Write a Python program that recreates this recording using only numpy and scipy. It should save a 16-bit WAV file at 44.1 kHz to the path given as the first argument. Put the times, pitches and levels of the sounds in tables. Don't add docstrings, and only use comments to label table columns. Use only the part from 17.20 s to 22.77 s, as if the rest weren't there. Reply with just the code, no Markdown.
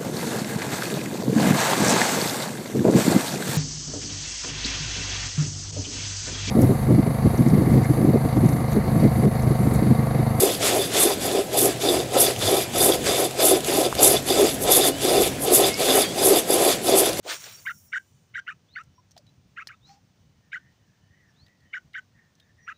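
import sys
import numpy as np
from scipy import signal
from scipy.fft import rfft, irfft, next_fast_len
from scipy.io import wavfile
from scipy.ndimage import uniform_filter1d

SR = 44100
rng = np.random.default_rng(int(sys.argv[2]) if len(sys.argv) > 2 else 0)


def digitize_waveform(pressure):
    field = np.atleast_2d(pressure).T
    bounded = np.clip(field, -1, 1)
    quanta = np.round(bounded * 32767).astype(np.int16)
    wavfile.write(sys.argv[1], SR, quanta)


def attenuation_scalar(level_db):
    decades = np.asarray(level_db, float) / 20
    return 10 ** decades


N = 245637
T = np.arange(N) / SR

# frequency in Hz, relative density in dB per Hz.
AIR_SPECTRUM = [(100, 2), (308, -15), (550, -18.5), (1290, -24), (4840, -27), (6180, -25.5), (7600, -34.5),
                (9250, -38), (11700, -49.5), (13600, -44.5), (16000, -42.5)]
# time in seconds, level in dB.
RUMBLE_LEVEL = [(0, -66), (.55, -61), (.9, -67), (1.7, -63), (2.6, -65), (3.45, -61.5), (3.8, -65),
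                (4.6, -66), (5.57, -65.5)]
# frequency in Hz, relative density in dB per Hz.
RUMBLE_SPECTRUM = [(25, -20), (45, -17), (75, -6), (97, 0.5), (130, -3), (177, -5.5), (300, -18),
                   (390, -38.5)]
# time in seconds, hiss level in dB.
LINE_LEVEL = [(.03, -66), (.04, -63), (.066, -51), (.102, -37.5), (.138, -38.5), (.186, -49), (.266, -49),
              (.434, -58), (.7, -67), (1.1, -79.5)]
# frequency in Hz, relative density in dB per Hz.
HISS_SPECTRUM = [(2240, -36.5), (3800, -26.5), (5810, 1), (7220, 2.5), (7830, -4.5), (9050, -1),
                 (10500, -21.5), (13600, -41.5), (22000, -120)]
# frequency in Hz, relative density in dB per Hz.
TOP_HISS_SPECTRUM = [(9500, -6.5), (11300, -12.5), (13400, -10.5), (16000, -7)]
# times in seconds at which it comes in, is full, is still full, is gone.
SINGING_TIMES = (.07, .14, .74, .9)
# time in seconds, whoosh level in dB, air rush level in dB.
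CAST_LEVELS = [(.032, -71, -63), (.066, -39, -48.5), (.102, -47, -30.5), (.138, -44, -34),
               (.186, -69, -51.5), (.224, -68, -49.5), (.266, -53.5, -45.5), (.33, -70, -53),
               (.44, -71, -64)]
# frequency in Hz, relative density in dB per Hz.
WHOOSH_SPECTRUM = [(130, -60), (220, -39), (298, -4.5), (350, -3.5), (646, -0.5), (1100, -11), (1430, -33),
                   (2420, -120)]
# frequency in Hz, relative density in dB per Hz.
RUSH_SPECTRUM = [(530, -27), (900, -7), (1170, -5.5), (1380, -2), (1830, -4.5), (2360, -2.5), (4500, -4.5),
                 (5850, -10), (9900, -120)]
# start in seconds, length in seconds, first pitch in Hz,
# last pitch in Hz, greatest level in dB.
ROD_WHISTLES = [(.09, .05, 1398, 2080, -39), (.092, .04, 2750, 4340, -42)]
# start in seconds, length in seconds, first pitch in Hz,
# last pitch in Hz, greatest level in dB.
HOLLOW_NOTES = [(.048, 0.037, 419.6, 744, -46.5), (.451, 0.017, 1057, 1102, -44.5),
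                (1.778, 0.028, 952, 1040, -58), (1.964, 0.0191, 760, 685, -43),
                (1.988, 0.03, 645, 506, -61), (2.675, 0.12, 785, 813, -57)]
# start in seconds, strength in dB, nominal pitch of the crack in Hz.
CLICKS = [(0.24, -35, 6070), (1.6348, -56, 6840), (1.909, -51.5, 6140), (1.9157, -50.5, 5960),
          (1.9654, -48, 3640), (1.977, -40, 5160), (2.0658, -53.5, 3950), (2.09, -60, 3700),
          (2.4718, -32, 5300), (2.692, -51.5, 2200), (3.3921, -60, 3300), (4.264, -52.5, 4000),
          (4.282, -54.5, 1990), (4.404, -60.5, 4788), (4.733, -50.5, 3510), (5.1524, -59, 6020),
          (5.1993, -49.5, 3670)]
# frequency in Hz, relative strength in dB, time to fall 60 dB in seconds.
REEL_MODES = [(1260, -25, .015), (1890, -3, 0.02), (2320, -9, .012), (3450, -3, .012), (4250, 7.5, 0.015),
              (5260, 1.5, 0.018), (5950, -8, 0.014)]
# start in seconds, length in seconds, first pitch in Hz, last pitch in Hz,
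# greatest level in dB.
CHIRPS = [(.3, 0.046, 3720, 4400, -58), (.37, 0.036, 4600, 4550, -54.5), (1.745, 0.07, 5600, 5600, -67.5),
          (2.06, 0.047, 3870, 4020, -69), (2.52, 0.072, 3500, 3900, -80), (4.075, 0.049, 5600, 5600, -68),
          (4.45, 0.096, 3060, 2969, -73.5), (5.2, 0.0434, 3700, 3710, -70.5),
          (5.4, 0.093, 5900, 5620, -66.5), (5.52, 0.07, 3750, 3970, -70)]
# start in seconds, length in seconds, first pitch in Hz, last pitch in Hz,
# greatest level in dB.
WHISTLES = [(1.485, 0.12, 3350, 4840, -57), (2.615, 0.12, 3450, 4580, -58), (4.15, .12, 3400, 4760, -60)]
# crest time in seconds, lead-in in
# seconds, tail in seconds, crest pitch in Hz, dip pitch in Hz, closing pitch in Hz, level in dB, change over
# the tail in dB, half lines relative to the voice in dB, octave relative to the voice in dB.
CHUCKS = [(0.489, 0.033, 0.032, 1930, 1331, 1430, -28.5, -4.5, -3.5, -10.5),
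          (.750, 0.027, 0.034, 1923, 1450, 1600, -27, -1, -6, -12.5),
          (1.172, 0.03, 0.03, 1969, 1409, 1600, -31, -3, -2, -7),
          (1.297, 0.03, 0.034, 1787, 1199, 1300, -31.5, -11.5, -7, -6.5),
          (1.581, 0.028, 0.04, 1826, 1225, 1350, -34, -8, -2.5, -12.5),
          (2.39, .026, 0.0415, 1670, 1064, 1320, -35.5, -3, -4, -5),
          (2.509, 0.0239, 0.041, 1605, 1075, 1300, -44, -8, 5, -6.5),
          (3.349, .029, .032, 1994, 1442, 1540, -32, -6.5, 0.5, -9.5),
          (4.559, 0.028, 0.027, 1925, 1450, 1500, -32.5, -4, 0, -10),
          (4.772, 0.031, 0.026, 1917, 1504, 1520, -34, -3.5, 0, -7),
          (5.494, .027, 0.035, 1689, 1214, 1330, -34, -4.5, -14, -6)]
# centre in Hz, width in Hz, level relative to the voice in dB with the beak open.
THROAT_MODES = [(2880, 220, -25), (3630, 210, -35.5), (4260, 96, -41), (4680, 380, -44), (5380, 170, -41.5),
                (5820, 500, -31.5), (6800, 310, -34.5), (7290, 1100, -35.5), (9130, 400, -46)]
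# frequency in Hz, gain in dB.
PASSAGE = [(1000, -21), (1250, -3.5), (1550, 1), (1790, -4), (2050, 2.5), (2500, -6.5), (2900, -8),
           (3300, -21), (3700, -15), (4300, -16.5), (5200, -15), (6500, -26)]
# time in seconds, level in dB.
FAR_TONE_SPELLS = [
    [(.5, -83.5), (1.8, -83)],
    [(2.85, -87.5), (3.3, -89)],
    [(3.42, -87), (4.0, -80)],
]
# frequency in Hz, relative density in dB per Hz.
CLOTH_SPECTRUM = [(900, -7), (2000, -7), (3500, -10.5), (5500, 0), (7500, -12), (9000, -27), (12000, -32),
                  (15500, -25.5)]
# time in seconds, pitch in Hz, level in dB.
WHINE_COURSE = [(3.15, 1890, -82), (3.3, 1775, -75), (3.47, 1822, -64), (3.57, 1950, -88),
                (3.68, 1715, -77), (3.74, 1740, -72), (3.88, 1802, -74.5), (4.0, 1965, -68.5),
                (4.1, 1760, -74.5), (4.18, 1722, -83), (4.3, 1955, -68.5), (4.39, 1910, -86),
                (4.46, 1884, -71.5), (4.56, 1837, -78), (4.9, 1875, -92), (4.97, 1850, -68),
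                (5.14, 1784, -82), (5.22, 1757, -67.5), (5.3, 1774, -65), (5.335, 1808, -85),
                (5.39, 1860, -67.5), (5.47, 1910, -70)]


def rms_one(x):
    return x / np.sqrt(np.mean(x ** 2) + 1e-20)


def in_time(rows):
    s, *columns = np.transpose(rows)
    curves = [np.interp(T, s, column) for column in columns]
    gate = np.interp(T, [s[0] - 0.004, s[0], s[-1], s[-1] + 0.005], [0, 1, 1, 0])
    return curves + [gate]


def joined(tables):
    all_rows = sum(map(list, tables), [])
    gate = np.minimum(sum(in_time(table)[-1] for table in tables), 1)
    return in_time(all_rows)[:-1] + [gate]


def drift(rate_hz):
    r = np.exp(-2 * np.pi * rate_hz / SR)
    noise = rng.standard_normal(N + SR)
    return rms_one(signal.lfilter([1], [1, -2 * r, r * r], noise)[SR:])


def coloured(spectrum):
    hz, db = np.transpose(spectrum)
    size = next_fast_len(N)
    log_hz = np.log(np.arange(size // 2 + 1) * SR / size + 1)
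    shape = attenuation_scalar(np.interp(log_hz, np.log(hz), db, left=-90, right=-90))
    return rms_one(irfft(rfft(rng.standard_normal(size)) * shape, size)[:N])


def ring(x, hz, t60):
    r, w = attenuation_scalar(-60 / (t60 * SR)), 2 * np.pi * hz / SR
    return signal.lfilter([0, np.sin(w)], [1, -2 * r * np.cos(w), r * r], x + 1e-18)


def tone(hz, rough, width_hz):
    phase = 2 * np.pi * np.cumsum(hz) / SR
    in_phase = (1 - rough + rough * drift(width_hz)) * np.sin(phase)
    return rms_one(in_phase + rough * drift(width_hz) * np.cos(phase))


def notes(rows, rough, width_hz, rise, sag_db, bend):
    curves = []
    for s, length, first_hz, last_hz, db in rows:
        span_hz = last_hz - first_hz
        curves.append([(s, first_hz, db - 15.5),
                       (s + rise * length, first_hz + rise ** bend * span_hz, db),
                       (s + 0.75 * length, first_hz + 0.75 ** bend * span_hz, db - sag_db),
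                       (s + length, last_hz, db - 15.5)])
    hz, db, gate = joined(curves)
    return gate * attenuation_scalar(db) * tone(hz, rough, width_hz)


def air_noise():
    air = signal.sosfilt(signal.butter(2, 200, "high", fs=SR, output="sos"), coloured(AIR_SPECTRUM))
    return attenuation_scalar(-65.5 + 0.5 * drift(7.9)) * air


def rumble():
    rumble_db, _ = in_time(RUMBLE_LEVEL)
    return attenuation_scalar(rumble_db + 2.9 * drift(13.0)) * coloured(RUMBLE_SPECTRUM)


def running_line():
    hiss_db, running = in_time(LINE_LEVEL)
    spool_db, spinning = in_time([(0.2, -66.5), (0.68, -67.5)])
    hiss = attenuation_scalar(hiss_db + 0.92 * drift(200) + 1.2 * drift(25)) * coloured(HISS_SPECTRUM)
    top_level = attenuation_scalar(hiss_db - 11.5) + spinning * attenuation_scalar(spool_db)
    top = top_level * attenuation_scalar(1.8 * drift(100)) * coloured(TOP_HISS_SPECTRUM)
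    singing = attenuation_scalar(hiss_db - 6.5 + 5.0 * drift(9.4)) * tone(np.full(N, 5600), rough=0.44, width_hz=78)
    singing *= np.interp(T, SINGING_TIMES, [0, 1, 1, 0])
    return running * (hiss + top + singing)


def rod_swish():
    whoosh_db, rush_db, gate = in_time(CAST_LEVELS)
    whoosh = attenuation_scalar(whoosh_db + 1.9 * drift(40)) * coloured(WHOOSH_SPECTRUM)
    rush = attenuation_scalar(rush_db + 1.5 * drift(160) + 0.85 * drift(520)) * coloured(RUSH_SPECTRUM)
    whistles = sum(notes([row], rough=0.3, width_hz=100, rise=0.36, sag_db=1.5, bend=0.9)
                   for row in ROD_WHISTLES)
    return whistles + gate * (whoosh + rush)


def hollow_notes():
    return notes(HOLLOW_NOTES, rough=0.4, width_hz=47, rise=0.167, sag_db=4.5, bend=0.91)


def tackle():
    cracks, blows = np.zeros(N), np.zeros(N)
    t = np.arange(int(0.04 * SR)) / SR
    decay = attenuation_scalar(-60 * t / 0.034) * np.minimum(t / 0.0011, 1)
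    noises = rng.standard_normal((len(CLICKS), len(t)))
    for (s, db, hz), noise in zip(CLICKS, noises):
        edges_hz = [hz * 0.88, min(hz * 1.033, 0.45 * SR)]
        crack = signal.sosfilt(signal.butter(1, edges_hz, "band", fs=SR, output="sos"), noise)
        i = round(s * SR)
        cracks[i:i + len(t)] += 0.69 * attenuation_scalar(db) * rms_one(crack) * decay
        blows[i] = attenuation_scalar(1.476 * db)
    ringing = sum(attenuation_scalar(db) * ring(blows, hz, t60) for hz, db, t60 in REEL_MODES)
    return cracks + attenuation_scalar(7.5) * ringing


def echoes(x):
    t = np.arange(int(0.2 * SR)) / SR
    tail = rng.standard_normal(len(t)) * attenuation_scalar(-60 * t / 0.12) * (t > 0.008)
    return attenuation_scalar(-23) * signal.fftconvolve(x, tail / np.sqrt(np.sum(tail ** 2)))[:N]


def far_birds():
    whistles = notes(WHISTLES, rough=0.37, width_hz=93, rise=0.46, sag_db=8, bend=0.75)
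    chirps = notes(CHIRPS, rough=0.52, width_hz=32, rise=0.34, sag_db=1.5, bend=1.1)
    return whistles + chirps


def chuck(s, lead, tail, crest_hz, dip_hz, closing_hz, db, fade_db, half_db, octave_db):
    start, end = s - lead, s + tail
    drop, release = 0.009, 0.008
    silent_db, opening_db = -27.5, -22.5
    pitch = [(start, 0.71 * crest_hz), (start + 0.7 * lead, 0.84 * crest_hz),
             (s - 0.0027, crest_hz), (s + 0.00135, crest_hz),
             (s + drop, dip_hz), (s + drop + 0.006, dip_hz),
             (s + 0.75 * tail, closing_hz), (end, closing_hz)]
    effort = [(start - 0.0074, db + silent_db), (start, db), (s, db),
              (end - release / 2, db + fade_db), (end + release, db + fade_db + silent_db)]
    voice = [(start + (0.41 - 0.11) * lead, opening_db), (start + 0.41 * lead, 0),
             (end, 0), (end + release, opening_db)]
    half = [(start, half_db - 16.5), (start + 0.27 * lead, half_db),
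            (start + 0.66 * lead, silent_db), (s, silent_db), (s + drop, -32.5)]
    hoarse = [(s - 0.0092, 0), (s, -13.5), (s + drop, 0)]
    progress = [(start, 0, octave_db), (end, 1, octave_db)]
    return pitch, effort, voice, half, hoarse, progress


def partial(hz, db, rough, width_hz):
    return attenuation_scalar(db + np.interp(hz, *np.transpose(PASSAGE))) * tone(hz, rough, width_hz)


def water_bird():
    curves = map(joined, zip(*[chuck(*row) for row in CHUCKS]))
    (hz, _), (effort_db, gate), (voice_db, _), (half_db, _), (hoarse_db, _), (late, octave_db, _) = curves
    hz = uniform_filter1d(hz, size=90)

    beat = np.cumsum(203 * (1 + 0.31 * drift(30.01))) / SR % 1
    flutter = rms_one(uniform_filter1d(np.exp(-1.04 * beat), size=50))

    voice = partial(hz, voice_db, rough=0.035, width_hz=82)
    voice += partial(hz * 3, voice_db - 22, rough=0.44, width_hz=38)
    octave_level = attenuation_scalar(voice_db + octave_db + 0.59 * hoarse_db) + attenuation_scalar(half_db - 5)
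    voice += flutter * octave_level * partial(hz * 2, 0, rough=0.2, width_hz=110)
    voice += partial(hz * 3 / 2, half_db, rough=0.43, width_hz=113)
    voice += partial(hz * 5 / 2, half_db - 5.5, rough=0.44, width_hz=120)

    breath, throat = rng.standard_normal(N), 0
    for centre_hz, width_hz, db in THROAT_MODES:
        t60 = np.log(1000) / (np.pi * width_hz)
        closed_db = 19.0 * np.clip(centre_hz / 3500 - 1, 0, 1) * (1 - late) ** 2
        resonance = ring(ring(breath, centre_hz, t60), centre_hz, t60)
        throat = throat + attenuation_scalar(db + 4.0 * drift(25) - closed_db) * rms_one(resonance)

    rasp = coloured([(1150, -9), (2000, 21.5), (3200, -18.0), (4000, -28.5), (9000, -24), (15500, -36.5)])
    noise = (attenuation_scalar(voice_db) + attenuation_scalar(half_db)) * (attenuation_scalar(-14 + hoarse_db) * rasp + throat)
    call = gate * attenuation_scalar(effort_db) * (noise + flutter * voice)
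    return signal.sosfilt(signal.butter(6, 1242, "high", fs=SR, output="sos"), call)


def far_tone():
    hz = 2990
    far_db, gate = joined(FAR_TONE_SPELLS)
    fundamental = tone(np.full(N, hz), rough=0.49, width_hz=23.5)
    octave = tone(np.full(N, 2 * hz), rough=0.91, width_hz=48)
    return gate * attenuation_scalar(far_db) * (fundamental + 0.5 * octave)


def sleeve_brush():
    peak, swell, fade = 2.695, 0.051, 0.1
    away = np.clip(np.maximum((peak - T) / swell, (T - peak) / fade), 0, 10)
    return attenuation_scalar(-62 - 20 * away ** 2.6) * coloured(CLOTH_SPECTRUM)


def reel_whine():
    hz, db, gate = in_time(WHINE_COURSE)
    return gate * attenuation_scalar(db + 3.6 * drift(8)) * tone(hz, rough=0.49, width_hz=130)


def scene():
    near = tackle() + water_bird()
    cast = running_line() + rod_swish()
    background = air_noise() + rumble() + far_birds() + far_tone()
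    return (near + echoes(near) + cast + hollow_notes() + background + sleeve_brush() + reel_whine())[None]


def roll_off(x):
    return signal.sosfilt(signal.butter(12, 16070, fs=SR, output="sos"), x)


def record(dry):
    port_hz, width_hz = 15300, 1600
    port_band = signal.butter(2, [port_hz - width_hz / 2, port_hz + width_hz / 2], "band", fs=SR, output="sos")
    port = signal.sosfilt(port_band, dry)
    top_cut = signal.cheby2(12, 60, 16200, fs=SR, output="sos")
    mix = signal.sosfilt(top_cut, dry + attenuation_scalar(9.5) * port)
    return roll_off(mix)


dry = scene()
out = record(dry)
digitize_waveform(out)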